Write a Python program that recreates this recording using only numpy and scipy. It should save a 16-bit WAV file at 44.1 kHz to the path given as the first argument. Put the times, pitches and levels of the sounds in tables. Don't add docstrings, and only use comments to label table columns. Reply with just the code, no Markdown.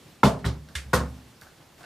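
import sys
import numpy as np
from scipy import signal
from scipy.io import wavfile

SR = 44100
rng = np.random.default_rng(int(sys.argv[2]) if len(sys.argv) > 2 else 0)


def gain_from_db(level_db):
    decades = np.asarray(level_db, float) / 20
    return 10 ** decades


def store_wav(level_fs):
    pcm = np.round(np.clip(np.atleast_2d(level_fs), -1, 1) * 32767)
    wavfile.write(sys.argv[1], SR, pcm.T.astype(np.int16))


N = 81585

# (level over the contact [dB], rise [s], share of the room decay, crack level [dB])
ROOM_SEND = [(8, 0.0028, 1.09, -0.5), (2, 0.0014, 0.99, -1.5), (-3.5, 0.00033, 1.04, -10),
             (2, 0.0009, 1.05, 5), (-5.5, 0.00095, 1.8, 0)]
REST_AT_S = [.283, .52, .85, .975, 1.9]
REST_DB = [-15, -0.5, 27.5, -1, 0]
# (frequency [Hz], left minus right [dB])
BALANCE = [(125, -1), (500, 0.5), (1000, -1), (2000, -1), (6000, -1), (12000, -0.8)]


def seat_knock(noise):
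    # (time [s], level [dB], lowest reach [Hz], highest reach [Hz])
    contacts = [(.2317, -41, 700, 2200), (.2325, -17.5, 500, 1900), (.2348, -20, 700, 2580),
                (.2328, -25.5, 29.8, 500), (.2375, -30.5, 150, 700), (.2665, -39.5, 2000, 5900),
                (.2865, -51, 2500, 4450), (.2395, -28, 2000, 14300), (.2535, -28, 400, 4010),
                (.263, -27, 100, 1100), (.2795, -40.5, 1496, 12200)]
    # (frequency [Hz], level [dB], t60 [s])
    modes = [(65.4, -2.5, 0.45), (107.1, -11, 1), (138.9, 3, 0.39), (208.8, 3, 0.33), (255.2, -4, 0.83),
             (396.9, -13.5, 0.72), (470, -1.5, 0.077), (686, -7.5, 0.081), (937, -2, 0.046),
             (1037, -0.5, 0.07), (1150, -0.5, 0.032), (1333, 6.5, 0.019), (2090, -5, 0.028),
             (3528, -13.5, 0.14)]
    # (frequency [Hz], density [dB per Hz])
    colour = [(88, -24), (150, -0.5), (315, -52), (390, -14.5), (635, -10), (1850, -32.5), (3670, -29),
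              (12300, -33.5), (15800, -59)]
    return blow(noise, contacts, modes, colour, 0)


def lid_knock(noise):
    # (time [s], level [dB], lowest reach [Hz], highest reach [Hz])
    contacts = [(.9313, -29.5, 595, 2240), (.9325, -26.5, 252, 2020), (.9335, -35.5, 1200, 8500),
                (.9368, -20, 625, 2440), (.9325, -28, 30.2, 600), (.9422, -36, 8000, 12000),
                (.9442, -32, 4000, 10100), (.9555, -40, 4000, 12000), (.9495, -29, 303, 2040),
                (.977, -37, 60, 1400), (1.0045, -35.5, 80.4, 1200)]
    # (frequency [Hz], level [dB], t60 [s])
    modes = [(69.6, 2.5, 0.46), (120.7, -6, 0.68), (150, 6, 0.071), (206.4, -19, 0.46), (254, -17, 0.69),
             (386, -1, 0.1), (506.6, -6, 0.26), (800, -14, 0.081), (1075, 3, 0.05), (1210, -23.5, 0.15),
             (1464, 5, 0.025), (1900, -3.5, 0.037), (8620, 2.5, 0.018), (11400, 1, 0.024)]
    # (frequency [Hz], density [dB per Hz])
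    colour = [(88, -6.5), (150, 0), (447, -18), (512, -9), (576, -14.5), (1310, -14.5), (2170, -27),
              (8650, -19), (15800, -30.5)]
    return blow(noise, contacts, modes, colour, 3)


def dull_rebound(noise):
    # (time [s], level [dB], lowest reach [Hz], highest reach [Hz])
    contacts = [(.4437, -35.5, 690, 1700), (.4460, -36, 1150, 1900), (.4445, -29.5, 33, 580),
                (.4555, -35, 120, 560), (.4495, -40.5, 1800, 7700), (.4545, -40, 1000, 7700),
                (.4608, -35, 2050, 15000), (.4655, -49, 2500, 5700), (0.39, -55, 2000, 6000),
                (.484, -44, 1800, 5100), (.462, -32.5, 26, 720), (0.42, -69, 100, 1980)]
    # (frequency [Hz], level [dB], t60 [s])
    modes = [(69.7, 1, 0.45), (117.6, 1.5, 0.27), (146.1, -1, 0.51), (187.6, -15.5, 0.19),
             (252.6, -18.5, 0.4), (396, -15.5, 0.34), (486, -15.5, 0.17), (926, -8, 0.094),
             (1500, 1, 0.035), (1830, 3.5, 0.022), (3300, -5.5, 0.038), (3920, -12, 0.066),
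             (8300, -15.5, 0.07)]
    # (frequency [Hz], density [dB per Hz])
    colour = [(88, -5), (150, -6), (309, -13), (405, -10.5), (742, -18), (937, -16), (2580, -19),
              (4120, -15.5), (15800, -41)]
    return blow(noise, contacts, modes, colour, 1)


def thin_clack(noise):
    # (time [s], level [dB], lowest reach [Hz], highest reach [Hz])
    contacts = [
        (.7522, -38, 860, 8900),
        (.7545, -35.5, 910, 6500),
        (.7540, -39.5, 30.8, 406),
        (.7645, -45, 1500, 6900),
        (.782, -51, 1220, 3000),
        (.819, -54.5, 1020, 2470),
    ]
    # (frequency [Hz], level [dB], t60 [s])
    modes = [(69, 4.5, 0.44), (81, 4, .12), (130, -14.5, 0.48), (1134, -6.5, 0.074), (1670, 2, 0.032),
             (2115, -4, 0.066), (2680, -9, 0.023), (2910, -0.5, 0.028), (3560, -3, 0.04),
             (4660, -13.5, 0.04), (5670, -2, 0.019), (6500, -17, 0.022), (9020, 1.5, 0.013),
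             (12600, -5, .02)]
    # (frequency [Hz], density [dB per Hz])
    colour = [(88, -14), (150, -6.5), (565, -16.5), (622, -29), (1680, -8), (2680, -7.5), (3600, -12),
              (11100, -19), (15800, -57)]
    return blow(noise, contacts, modes, colour, 2)


def faint_ticks(noise):
    # (time [s], level [dB], lowest reach [Hz], highest reach [Hz])
    contacts = [(.6872, -52.5, 1200, 8100), (.6915, -60, 1010, 6000), (1.4130, -42.5, 6500, 15000),
                (1.419, -54, 40.2, 3000), (.69, -50, 200, 453), (.875, -54.5, 39.9, 400),
                (1.715, -59, 61.7, 199), (1.4195, -49.5, 1000, 2800), (1.433, -54, 1200, 5000),
                (1.468, -55, 600, 2540), (1.583, -63.5, 1500, 4000), (1.60, -49.5, 200, 500),
                (1.6113, -60.5, 1470, 5000), (1.781, -57, 1200, 4500), (1.799, -66, 197, 1000),
                (1.807, -48, 150, 980), (1.817, -63, 500, 990), (1.831, -48, 3000, 5000),
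                (1.8395, -46, 800, 2500), (1.8455, -48, 1000, 2500)]
    # (frequency [Hz], level [dB], t60 [s])
    modes = [(74, -3, 0.26), (144, -3, 0.15), (303, -4, 0.059), (700, -2, 0.031), (1100, -10.5, 0.044),
             (1539, 4, 0.022), (2200, -4.5, 0.018), (2680, -6, 0.022), (3820, -3.5, 0.014),
             (4500, -2, 0.018), (5500, -2, 0.0096)]
    # (frequency [Hz], density [dB per Hz])
    colour = [(88, -12), (150, -38), (438, -10.5), (1620, -7.5), (3080, -47), (3890, -20), (15800, -28)]
    return blow(noise, contacts, modes, colour, 4)


def blow(noise, contacts, modes, colour, which):
    body = ringing(contacts, modes, REST_AT_S[which], REST_DB[which])
    return body + wash(noise, contacts, colour, *ROOM_SEND[which])


def ringing(contacts, modes, rest_at_s, rest_db):
    strength_spread_db, mode_pan_db = 1.5, 1
    twin_share, twin_detune = 0.28, 0.1
    rise_cycles, rest_time_s = 0.4, 0.011
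    out = np.zeros((2, N + SR))
    t = np.arange(SR // 2) / SR
    luck = rng.standard_normal((len(contacts), 16))
    pans = rng.standard_normal(16)
    offsets = rng.uniform(-1, 1, 16)
    for (start_s, db, low_hz, high_hz), chances in zip(contacts, luck):
        start = int(start_s * SR)
        settling_db = rest_db * np.clip((t + start_s - rest_at_s) / rest_time_s, 0, 1) * (start_s < rest_at_s)
        for (hz, mode_db, t60), chance, pan, offset in zip(modes, chances, pans, offsets):
            twin_hz = hz * (1 + twin_detune * np.sign(offset) * (1 + abs(offset)) / 2)
            tone = np.sin(2 * np.pi * hz * t) + twin_share * np.sin(2 * np.pi * twin_hz * t)
            tone *= fading(t, rise_cycles / hz, t60) * reach(hz, low_hz, high_hz)
            tone *= gain_from_db(settling_db * reach(hz, 113, 500))
            pan_db = mode_pan_db * pan * min(0.096 + hz / 500, 1)
            sides_db = (at_hz(BALANCE, hz) + pan_db) * np.array([[.5], [-.5]])
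            level_db = db + mode_db + 7.5 + strength_spread_db * chance + sides_db
            out[:, start:start + len(t)] += gain_from_db(level_db) * tone
    return out[:, :N]


def wash(noise, contacts, colour, level_db, rise_s, decay_share, crack_db):
    # (frequency [Hz], t60 [s])
    room_t60 = [(150, 0.55), (420, 0.3), (1100, 0.3), (2900, 0.2), (7700, 0.21), (14000, 0.17)]
    crack_t60_s, crack_tilt_db = 0.01, 0.6
    out = np.zeros((2, N))
    t = np.arange(SR // 2) / SR
    for hz, band in noise:
        tail = fading(t, rise_s + 1 / hz, decay_share * at_hz(room_t60, hz))
        tail = tail * gain_from_db(at_hz(colour, hz) + level_db + 19.5)
        crack = fading(t, 1 / hz, crack_t60_s) * (hz > 800)
        crack = crack * gain_from_db(crack_db + crack_tilt_db * np.log2(hz / 2000))
        shape = tail ** 2 + crack ** 2
        power = np.zeros(N + SR)
        for start_s, db, low_hz, high_hz in contacts:
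            start = int(start_s * SR)
            force = gain_from_db(db) * reach(hz, low_hz, 2 * high_hz)
            power[start:start + len(t)] += shape * force ** 2
        out += band * np.sqrt(power[:N])
    return out


def reach(hz, low_hz, high_hz):
    return 1 / np.sqrt(1 + (hz / high_hz) ** 6) / (1 + (low_hz / hz) ** 2)


def fading(t, rise_s, t60):
    swell = (1 - np.exp(-t / max(rise_s, 1e-4))) ** 2
    return swell * gain_from_db(-60 * t / max(t60, .005))


def room_tone():
    # (frequency [Hz], density [dB per Hz])
    air = [(30, 7.5), (50, -10), (70, -1), (160, -3), (320, -6.5), (1200, -15.5), (4500, -19.5),
           (15500, -30.5)]
    # (time [s], level [dB])
    stir = [(0, 1.5), (.1, 2), (.22, -2), (.55, -2), (.67, -1.5), (.72, -0.5), (1.15, 1.5), (1.4, -1),
            (1.55, -1), (1.76, -1.5), (1.81, 4), (1.85, 0.5)]
    # (time [s], level [dB])
    rumble = [
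        (0, 4.5),
        (.07, 5),
        (.15, 3),
        (.23, 0),
        (.8, 5),
        (.9, 10.5),
        (1.1, 7),
        (1.3, 2),
        (1.85, -3),
    ]
    air_db, patchy_db, rumble_hz = -62, 0.8, 166
    t = np.arange(N) / SR
    stir_db = np.interp(t, *np.transpose(stir))
    rumble_db = np.interp(t, *np.transpose(rumble))
    out = np.zeros((2, N))
    for hz, band in bands():
        low_share = np.exp(-3.0 * np.log2(hz / rumble_hz) ** 2)
        moving_db = low_share * rumble_db + (1 - low_share) * stir_db
        out += band * gain_from_db(at_hz(air, hz) + patchy_db * drift(16.1) + moving_db)
    return gain_from_db(air_db + 24.5) * out


def bands():
    # (frequency [Hz], correlation)
    likeness = [(60, 1), (250, 0.96), (600, 0.62), (1200, 0.92), (2500, 0.68), (8000, 0.75), (13000, 0.6)]
    edges = 28 * 2 ** np.arange(0, 9.4, 1 / 3)
    white = rng.standard_normal((2, 2, N + SR // 10))
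    out = []
    for k, (low, high) in enumerate(zip(edges, edges[1:])):
        band_pass = signal.butter(2, [low, high], "band", fs=SR, output="sos")
        mid, side = signal.sosfilt(band_pass, white[k % 2])[:, -N:]
        hz = np.sqrt(low * high)
        alike = np.clip(at_hz(likeness, hz), 0, 1)
        pair = np.sqrt(1 + alike) * mid + np.sqrt(1 - alike) * side * [[1], [-1]]
        out.append((hz, pair * gain_from_db(at_hz(BALANCE, hz) * np.array([[.5], [-.5]]))))
    return out


def drift(rate_hz):
    r = np.exp(-80 * np.pi * rate_hz / SR)
    white = rng.standard_normal(N // 40 + 2002)
    slow = signal.lfilter([1], [1, -2 * r, r * r], white)[2000:]
    return np.interp(np.arange(N) / 40, np.arange(len(slow)), slow / slow.std())


def at_hz(points, hz):
    table_hz, values = np.transpose(points)
    return np.interp(np.log(hz), np.log(table_hz), values)


def scene():
    noise = bands()
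    knocks = seat_knock(noise) + lid_knock(noise)
    small_sounds = dull_rebound(noise) + thin_clack(noise) + faint_ticks(noise)
    return knocks + small_sounds + room_tone()


def band_limit(x):
    return signal.sosfilt(signal.butter(12, 15970, fs=SR, output="sos"), x)


def record(dry):
    bass_cut = signal.butter(2, 67, "high", fs=SR, output="sos")
    top_cut = signal.cheby2(14, 70, 16050, fs=SR, output="sos")
    mix = signal.sosfilt(top_cut, signal.sosfilt(bass_cut, dry))
    return band_limit(mix)


dry = scene()
out = record(dry)
store_wav(out)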